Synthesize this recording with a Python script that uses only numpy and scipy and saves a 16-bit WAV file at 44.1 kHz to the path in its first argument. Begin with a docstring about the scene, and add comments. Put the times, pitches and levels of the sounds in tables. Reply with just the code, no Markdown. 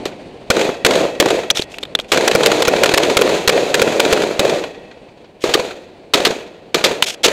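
"""Rifles fire from the bridge wing of a steel ship, overloading a small microphone worn close by.
Each shot is a clipped crack, a muzzle blast that swings the air pressure up and down,
and a roll of echoes off the hull and the sea. Between bursts, steel parts knock and slide
as a rifle is worked by hand. The sea murmurs underneath."""
import sys
import numpy as np
from scipy import signal
from scipy.io import wavfile
from scipy.ndimage import uniform_filter1d

SR = 44100
rng = np.random.default_rng(int(sys.argv[2]) if len(sys.argv) > 2 else 0)


def transcribe(signal):
    """Save signal, clipped to [-1, 1], as a 16-bit WAV file at the path in sys.argv[1]."""
    frames = np.atleast_2d(signal).T
    limited = np.clip(frames, -1, 1)
    pcm = np.round(limited * 32767).astype(np.int16)
    wavfile.write(sys.argv[1], SR, pcm)


N = 322804

# Tone of the sea, sliding parts, low echoes, high echoes and crack: (frequency [Hz], level [dB])
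SEA_TONE = [(12, -36.5), (20, -15), (146, -8), (388, -3), (607, -6.5), (698, -7.5), (976, -17), (1060, -18),
            (1190, -24.5), (2750, -22.5), (3340, -26.5), (4420, -26.5), (5230, -36.5), (8650, -41.5),
            (16000, -70)]
SLIDE_TONE = [(120, -35.5), (200, -15.5), (635, -4.5), (1160, -16), (1590, -10.5), (3370, -1), (4270, -7.5),
              (6760, -8), (9580, -18.5), (14600, -28.5), (16000, -44)]
BOOM_TONE = [(24, -81), (40, -35), (70, -23.5), (185, -8.5), (258, -5.5), (356, 1), (483, 4.5), (695, -1.5),
             (865, -14), (1300, -20.5), (1690, -49), (2860, -120)]
HISS_TONE = [(470, -23), (800, -3.5), (862, -2), (1000, -3.5), (1110, -10.5), (1390, -6), (1970, -7.5),
             (2530, -6), (2770, -8.5), (4080, -7), (5380, -17.5), (6650, -12.5), (9330, -26),
             (14800, -34.5), (16000, -49)]
CRACK_TONE = [(180, -22.5), (300, -3), (584, 4.5), (1030, 6), (1900, 4.5), (2440, 0.5), (4020, -14.5),
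              (5340, -7), (7820, -5.5), (9550, -17.5), (12300, -13), (14500, -24), (16000, -30)]
# Loudness of the sea: (time [s], level [dB])
SEA_LEVELS = [(0, -30.5), (.3, -36.5), (2.1, -37.5), (4.802, -39.5), (5.35, -44.5), (6.1, -42), (7.32, -44)]
# Steel rifle parts knocking: (time [s], level [dB], pitch [Hz], length [s], stock knock [dB])
PART_KNOCKS = [(1.502, 0, 3370, 0.0037, -26), (1.5093, -2, 5980, 0.0011, -9), (1.557, -19, 3800, .001, -28),
               (1.571, -9, 3600, 0.0015, -35), (1.572, -13, 5560, 0.0016, -37),
               (1.5926, -14, 3470, 0.0017, -4), (1.6213, -11.5, 4040, 0.00032, -32),
               (1.74, -27.5, 2640, 0.0067, -37), (1.7845, -11.5, 3220, 0.00023, -46),
               (1.829, -20, 3550, 0.0033, -17), (1.8345, -16, 3580, 0.0009, -38),
               (1.852, -26, 3450, 0.0024, -46), (1.951, -2.5, 3470, 0.0019, -10.5),
               (1.989, -14, 2870, 0.0028, -10), (1.9986, -11, 3550, 0.00092, -42),
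               (2.045, -34.5, 2500, .003, -50), (7.024, 7, 3150, 0.0016, -24)]
# Metal and cloth sliding: (time [s], length [s], level [dB])
PART_SLIDES = [(1.547, 0.054, -25.5), (1.61, 0.028, -29), (1.697, 0.074, -44.5), (1.806, 0.023, -46),
               (2.002, 0.011, -32), (2.079, 0.035, -40.5), (5.404, 0.081, -37.5), (7.023, 0.023, -21.5),
               (7.059, 0.048, -21.5), (7.106, 0.04, -31), (7.232, 0.033, -11)]
# Steel rails and plates that ring on: (pitch [Hz], width [Hz], level [dB])
RAIL_TONES = [(1900, 120, 0), (2600, 90, 1), (3350, 130, -4)]
# For each rifle: ringing of the rails, relative to its echo treble [dB]
RAIL_LEVELS = {"own": -5, "beside": -12, "far": -25}
# For each rifle, echoes off flat steel, relative to the shot's echo level:
# (delay [s], snap [dB], body [dB], swing [dB])
WALL_ECHOES = {"own": [(.057, 10, -6, 17), (.084, 8.5, -15, -2.5), (.103, 12, 3, 2.5),
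               (.14, -18.5, -3, -1.5), (.187, -3.5, 1, 0), (.232, -5.5, -20, -21)],
               "beside": [(.04, 6.5, -8, 2.5), (.055, 18.5, 7, 13.5), (.105, -3.5, 4.5, 4.5)],
               "far": [(.04, -1, -7, 0.5), (.062, 8, 15, -5)]}
# Other strong echoes and faint far shots: (time [s], snap [dB], body [dB], swing [dB])
LONE_ECHOES = [(0.056, -25, -8, -18), (0.689, -20, -1, -2), (1.05, -20, -3, -4), (1.1498, -20, -22, -30),
               (2.144, 1.5, -15, -6), (2.2082, -4, -5.5, -20), (2.3128, 3, -20, -8), (2.4325, 3, -5, -8),
               (2.6506, 0.5, -10, -13), (2.7355, -15, -3, 3), (2.7624, -2.5, 3, -13), (2.8587, 6.5, -2, -3),
               (2.917, -2, -13, -12), (3.0985, -1.5, -22, -17), (3.189, -6, -15, -4), (3.274, -15, -15, 3),
               (3.2919, -2, -2, -20), (3.5755, -10, -3, 1.5), (3.8745, -12, -20, 1.5),
               (4.079, -13, -11, -20), (4.235, -8, -4, -3), (4.638, -12, -30, -30), (4.745, -27, -32, -40),
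               (4.778, -45, -20, -40), (4.847, -40, -21, -40), (4.9116, -28.5, -30, -40),
               (4.974, -38, -24, -40), (5.0865, -37, -26, -40), (5.174, -40, -24, -40),
               (5.243, -35, -25, -40), (5.7075, -16, -36, -40), (7.2822, 1, -2, -10)]
# For each rifle: stray pressure swings, relative to the shot's echo level [dB]
STRAY_LEVELS = {"own": 8, "beside": 4, "far": -16}
# For each rifle: (recoil thump [dB], crack pitch [Hz], trail relative to crack [dB], blast pitch [Hz],
# lull before the echoes [0-1], treble relative to echo [dB], echo hold [s])
RIFLE_VOICES = {"own": (-17.5, 3297.5, -9.5, 476, 0, -9.5, 0.1517),
                "beside": (-34, 3044.5, -3.5, 478.5, 0.2, -6.5, 0.1417),
                "far": (-62, 3643, -6.5, 394, 0.14, -4, 0.0248)}
# For each rifle's crack: (width of its ring [Hz], amount of wide noise [gain])
CRACK_BLENDS = {"own": (4000, 0.58), "beside": (3340, 0.61), "far": (2400, 0.4)}
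# The shots: (time [s], rifle [name], crack [dB], crack length [s], blast lag [s], blast [dB], echo [dB],
# rough time for the echo to fall 60 dB [s], boost from facing the walls [dB],
# extra wall delay as the shooter moves [s])
GUNSHOTS = [(0.0541, "far", -19.5, 0.0024, .0036, -5.5, -27.5, 0.12, -10, .0001),
            (0.502, "own", -5.5, 0.0026, .0084, 18, -13.5, 0.43, 1, 0.0072),
            (0.848, "own", -4.5, 0.0026, 0.0016, -20, -14, 0.61, 3, 0.0034),
            (0.861, "beside", -4, 0.004, 0.00027, 8.5, -16.5, .3, -9, -0.0087),
            (1.2, "own", -2.5, 0.0046, 0.0028, 1.5, -14, 0.46, 4.5, 0.0012),
            (2.118, "beside", -10, 0.0053, 0.0049, -0.5, -15, 0.47, 2.5, 0.00094),
            (2.134, "beside", -14.5, 0.00099, 0.00024, -7, -26, 0.51, -8, 0.019),
            (2.276, "beside", -5.5, 0.0034, 0.00012, 3.5, -17, .4, -11, 0.00021),
            (2.351, "own", 7, 0.0064, 0.00066, 33, -14, 0.46, -2.5, -0.0022),
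            (2.46, "beside", -2, 0.0045, .003, 13, -13.5, 0.3, 0, 0.0015),
            (2.621, "beside", -12, .0029, 0.00043, -5, -22.5, 0.68, 0.5, -0.0027),
            (2.681, "own", 2.5, 0.0063, 0.00071, 33, -13, 1.3, -13, -0.0014),
            (2.834, "beside", -6, 0.0073, 0.0036, 16, -18, .45, 2.5, 0.0023),
            (2.939, "own", -3.5, 0.004, 0.00077, 8, -21.5, 0.25, 1, 0.0045),
            (2.975, "beside", -11, 0.0081, 0.00015, -17.5, -15.5, 0.49, -1, .003),
            (3.169, "own", -2, 0.0033, 0.0005, 0, -15.5, 0.6, -12, -0.0059),
            (3.213, "beside", 2, 0.0043, 0.00025, 24.5, -16, 0.66, -16, -0.0088),
            (3.476, "own", -6, 0.006, 0.0019, -0.5, -15, 0.75, -15, -0.004),
            (3.492, "beside", -5.5, 0.0027, 0.00015, 8.5, -22, 2.5, -3, -0.023),
            (3.742, "beside", -10, 0.0042, 0.0048, 0, -17, 0.43, -2, -0.0018),
            (3.818, "own", 3, 0.006, .001, 28, -16, 0.4, -3.5, .0005),
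            (3.997, "beside", -7, 0.0058, 0.00015, 8, -13, 0.95, -5, -0.0018),
            (4.127, "own", -4, 0.0036, .001, 7, -21.5, .65, 2.5, -0.011),
            (4.394, "own", -8, 0.0022, 0.0024, -11, -15.5, 0.53, 0, -0.0015),
            (5.439, "far", -21, 0.0054, 0.0014, 8, -15.5, 0.51, 0, -0.0086),
            (5.538, "far", -9, 0.0077, 0.014, 20, -17.5, 0.59, 5, -0.0036),
            (6.136, "far", -8.5, .0092, 0.016, 2, -13, 0.53, 1, 0.0043),
            (6.25, "far", -8.5, 0.0057, 0.02, 7, -15, .4, 1, -0.0049),
            (6.744, "far", -8.5, 0.0035, 0.0066, 4, -15.5, .3, -5, 0.0037),
            (6.84, "far", -9, 0.011, 0.022, -4, -13.5, 0.45, -2, 0.01),
            (7.245, "far", -12.5, 0.011, 0.015, -8, -16.5, 1.5, -5, 0.0064)]
# Ring of the microphone's case: (pitch [Hz], width [Hz], level [dB])
CASE_RING = (2398, 200, -15)


def amp(db):
    """Turns decibels into a gain."""
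    return 10 ** (np.asarray(db) / 20)


def clock(seconds):
    """The time of each sample, in seconds."""
    return np.arange(round(seconds * SR)) / SR


def evened(x):
    """Scales a sound to an average (rms) size of 1."""
    return x / np.sqrt(np.mean(x ** 2) + 1e-20)


def add(mix, start, sound):
    """Mixes a sound in at start seconds."""
    part = mix[max(round(start * SR), 0):][:len(sound)]
    part += sound[:len(part)]


def coloured(x, tone):
    """Gives a sound the tone in a table, with no ringing ahead of a click."""
    table_hz, table_db = np.transpose(tone)
    hz = abs(np.fft.fftfreq(8192, 1 / SR))
    db = np.interp(np.log(hz + 1), np.log(table_hz + 1), table_db)
    log_gain = np.log(amp(np.maximum(db, -100)))
    taps = np.fft.ifft(np.exp(np.conj(signal.hilbert(log_gain)))).real[:4096]
    return evened(signal.oaconvolve(x, taps)[:len(x)])


def grains(per_s, spread_db):
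    """Scattered clicks; a few are much louder, or quieter if the spread is negative."""
    present = rng.random(N) < per_s / SR
    size = amp(spread_db * np.minimum(rng.exponential(1, N), 4))
    return present * size * rng.choice([-1., 1.], N)


def lumps(seconds):
    """A random wobble that changes over about this time."""
    size = round(seconds * SR)
    return evened(uniform_filter1d(uniform_filter1d(rng.standard_normal(N), size), size))


def burst(length, rise, fall):
    """A loudness shape that rises, holds and fades (times in seconds)."""
    t = clock(.15)
    return (1 - np.exp(-t / rise)) * np.exp(-np.maximum(t - length, 0) / fall)


def band_noise(noise, hz, width):
    """Makes noise ring around one pitch."""
    radius = np.exp(-np.pi * width / SR)
    poles = [1, -2 * radius * np.cos(2 * np.pi * hz / SR), radius * radius]
    return evened(signal.lfilter([1, -1], np.convolve(poles, poles), noise))


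def knock(detune, hz, t60):
    """A dull knock near hz that falls 60 dB in t60 seconds."""
    t = clock(.06)
    return -np.sin(2 * np.pi * hz * (1 + .14 * detune) * t) * amp(-60 * t / t60)


def sea():
    """Water along the hull and the last far echoes blend into a low, uneven murmur."""
    db = np.interp(np.arange(N) / SR, *np.transpose(SEA_LEVELS))
    return amp(db + 1.3 * lumps(.019)) * coloured(rng.standard_normal(N), SEA_TONE)


def rifle_handling():
    """Steel parts snap and ring over a dull knock of the stock; sliding parts hiss."""
    knocks, rattle, slide = np.zeros((3, N))
    t = clock(.1)
    for start, db, hz, length, stock_db in PART_KNOCKS:
        noise = rng.standard_normal(len(t))
        envelope = amp(db) * burst(length, rise=.0003, fall=.0022)[:len(t)]
        ring = .76 * band_noise(noise, hz, width=1100) + .5 * np.sin(2 * np.pi * hz * t)
        add(knocks, start, envelope * ring)
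        add(rattle, start, envelope * .26 + amp(db) * .3 * np.exp(-t / .00042))
        add(knocks, start + .00366, amp(stock_db) * knock(noise[0], hz=510, t60=.016))
    for start, length, db in PART_SLIDES:
        add(slide, start, amp(db) * burst(length, rise=.0058, fall=.0034))
    rattle *= coloured(rng.standard_normal(N), CRACK_TONE)
    slide *= amp(3 * lumps(.0076))  # the parts catch and let go
    slide *= coloured(grains(per_s=3500, spread_db=-4), SLIDE_TONE)
    return knocks + rattle + slide


def rolling_echoes():
    """Echoes hold while the hull answers, then die, treble first; the rails ring on."""
    t = clock(1.5)
    powers, rail_power = np.zeros((3, N)), np.zeros(N)
    for start, rifle, *_, echo_db, t60, _, _ in GUNSHOTS:
        *_, lull, treble_db, hold = RIFLE_VOICES[rifle]
        build = 1 - np.clip(lull, 0, 1) * np.exp(-(t / .097) ** 2)
        hiss_db = echo_db + treble_db
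        # low, middle, high: (level [dB], fade speed [factor], far tail [dB], tail's 60 dB fall [s])
        bands = [(echo_db, .95, -17, 1.5), (hiss_db, 1.05, -15, 1.1), (hiss_db, 1.15, -16, .8)]
        for power, (db, speed, far_db, far_t60) in zip(powers, bands):
            near = amp(-60 * np.maximum(t - hold, 0) * speed / t60)
            far = amp(far_db - 60 * t / far_t60)
            add(power, start, (amp(db) * build) ** 2 * (near ** 2 + far ** 2))
        add(rail_power, start, amp(hiss_db + RAIL_LEVELS[rifle] - 60 * t / 1.3) ** 2)
    # the walls answer in clumps
    boom = coloured(grains(per_s=2500, spread_db=3), BOOM_TONE) * amp(.98 * lumps(.022))
    hiss = coloured(grains(per_s=9000, spread_db=1.5), HISS_TONE) * amp(1.1 * lumps(.013))
    rails = sum(amp(db) * band_noise(rng.standard_normal(N), hz, width) for hz, width, db in RAIL_TONES)
    middle = signal.sosfiltfilt(signal.butter(4, 5000, fs=SR, output="sos"), hiss)
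    spike = (1 - t[:200] / .00099) * np.exp(-t[:200] / .00054)  # one sharp reflection
    crackle = evened(signal.oaconvolve(grains(per_s=440, spread_db=-3), spike)[:N])
    roll = np.sqrt(powers) * [boom, middle + .11 * crackle, hiss - middle]
    return roll.sum(0) + np.sqrt(rail_power) * evened(rails)


def single_echoes():
    """Lists each wall's answer to each shot, then the lone echoes, all in the same columns."""
    echoes = []
    for start, rifle, *_, echo_db, _, facing_db, shift in GUNSHOTS:
        chances_db = -.9 * rng.standard_normal(8)  # walls answer a little differently each time
        for (delay, *levels), chance_db in zip(WALL_ECHOES[rifle], chances_db):
            levels_db = echo_db + facing_db + chance_db + np.array(levels)
            echoes.append((start + delay + shift, *levels_db))
    return echoes + LONE_ECHOES


def wall_slaps(echoes):
    """Flat steel throws back a rounder copy of a shot; faint, far ones are smeared and dull."""
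    bodies, near, far = np.zeros((3, N))
    for arrival, snap_db, body_db, _ in echoes:
        start = arrival - .001
        distance = np.clip(-snap_db / 30, 0, 1)
        shape = burst(.0017 + .0028 * distance, rise=.0019, fall=.0053 + .0079 * distance)
        snap = amp(snap_db) * .38 * shape
        add(near, start, snap * (1 - distance))
        add(far, start, snap * distance)
        add(bodies, start, amp(body_db) * .36 * knock(rng.standard_normal(), hz=477, t60=.028))
    bright = coloured(rng.standard_normal(N), HISS_TONE)
    dull = signal.lfilter(*signal.butter(2, 4500, fs=SR), bright)
    return bodies + near * bright + far * dull


def blast_echoes(echoes):
    """The blast comes back as a pressure swing or two: once per single echo, plus two strays a shot."""
    swings, t = np.zeros(N), clock(.15)
    arrivals = [(start + .004016, db) for start, *_, db in echoes]
    lateness = rng.random((len(GUNSHOTS), 2))
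    for (start, rifle, *_, echo_db, _, _, _), late in zip(GUNSHOTS, lateness):
        stray_db = echo_db + STRAY_LEVELS[rifle] - 5.5 * late + 5.5 * rng.standard_normal(2)
        arrivals += zip(start + .027 + .173 * late, stray_db)
    for start, db in arrivals:
        hz = rng.uniform(280, 600)
        envelope = amp(db) * 3 * np.exp(-(t / .0021) ** 2)
        add(swings, start - .0012, envelope * np.sin(2 * np.pi * hz * t))
    return swings


def cracks():
    """Each shot starts with a sharp snap of ringing noise and a weaker trail."""
    snaps, t = np.zeros(N), clock(.15)
    wide_noise = coloured(rng.standard_normal(N), CRACK_TONE)
    for start, rifle, db, length, lag, *_ in GUNSHOTS:
        _, hz, trail_db, *_ = RIFLE_VOICES[rifle]
        width, wide_gain = CRACK_BLENDS[rifle]
        trail = amp(trail_db) * burst(lag + .0073, rise=.002, fall=.0025)  # lasts past the blast's arrival
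        envelope = burst(length, rise=.0004, fall=.0015) + trail
        ring = band_noise(rng.standard_normal(len(t)), hz, width)
        wide = wide_noise[round(start * SR):].take(np.arange(len(t)), mode="wrap")
        add(snaps, start, amp(db) * 1.54 * envelope * (.56 * ring + wide_gain * wide))
    return snaps


def rifle_fire(echoes):
    """Cracks and muzzle blasts overload the microphone. Also gives the gain left for weaker sounds."""
    blasts, thumps, stun = np.zeros((3, N))
    t = clock(.15)
    for start, rifle, _, _, lag, blast_db, *_ in GUNSHOTS:
        thump_db, _, _, hz, *_ = RIFLE_VOICES[rifle]
        add(thumps, start, amp(thump_db) * 4.4 * (1 - t / .0029) * np.exp(-t / .0014))  # recoil
        strength = amp(blast_db)
        envelope = strength * np.exp(-(t / .0044) ** 3) + min(strength, 2.5) * np.exp(-t / .0016)
        add(blasts, start + lag, -envelope * np.sin(2 * np.pi * hz * t))
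        add(stun, start + lag, strength * np.exp(-t / .018))
    heard_cracks = cracks() / (1 + .14 * stun)  # a heavy blast deafens the microphone to the trail
    flattened = np.tanh(blasts + blast_echoes(echoes) + heard_cracks)
    bass_cut = np.exp(-2 * np.pi * 760 / SR)  # turns the flattened swings into spikes
    spikes = 1.05 * signal.lfilter([1, -1], [1, -bass_cut], flattened)
    recovery = np.exp(-1 / (.054 * SR))
    strain = signal.lfilter([1 - recovery], [1, -recovery], flattened ** 2)
    return spikes + thumps, 1 / (1 + 6 * strain)


def scene():
    """Everything meets at one microphone; the shots push the echoes and the sea down."""
    echoes = single_echoes()
    fire, gain = rifle_fire(echoes)
    background = rolling_echoes() + wall_slaps(echoes) + sea()
    return (fire + gain * background + rifle_handling())[None]


def record(dry):
    """The microphone's case rings faintly; its electronics hiss, clip and cut the highest treble."""
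    hz, width, db = CASE_RING
    ring = amp(db) * 2 * signal.lfilter(*signal.iirpeak(hz, hz / width, SR), dry)
    hiss = amp(-77) * rng.standard_normal(N)
    heard = dry + hiss + ring
    clipped = heard / (1 + abs(heard / .93) ** 10) ** (1 / 10)
    treble_cut = signal.firwin(255, 15950, window=("kaiser", 9), fs=SR)
    return signal.oaconvolve(clipped, treble_cut[None], "same")


dry = scene()
out = record(dry)
transcribe(out)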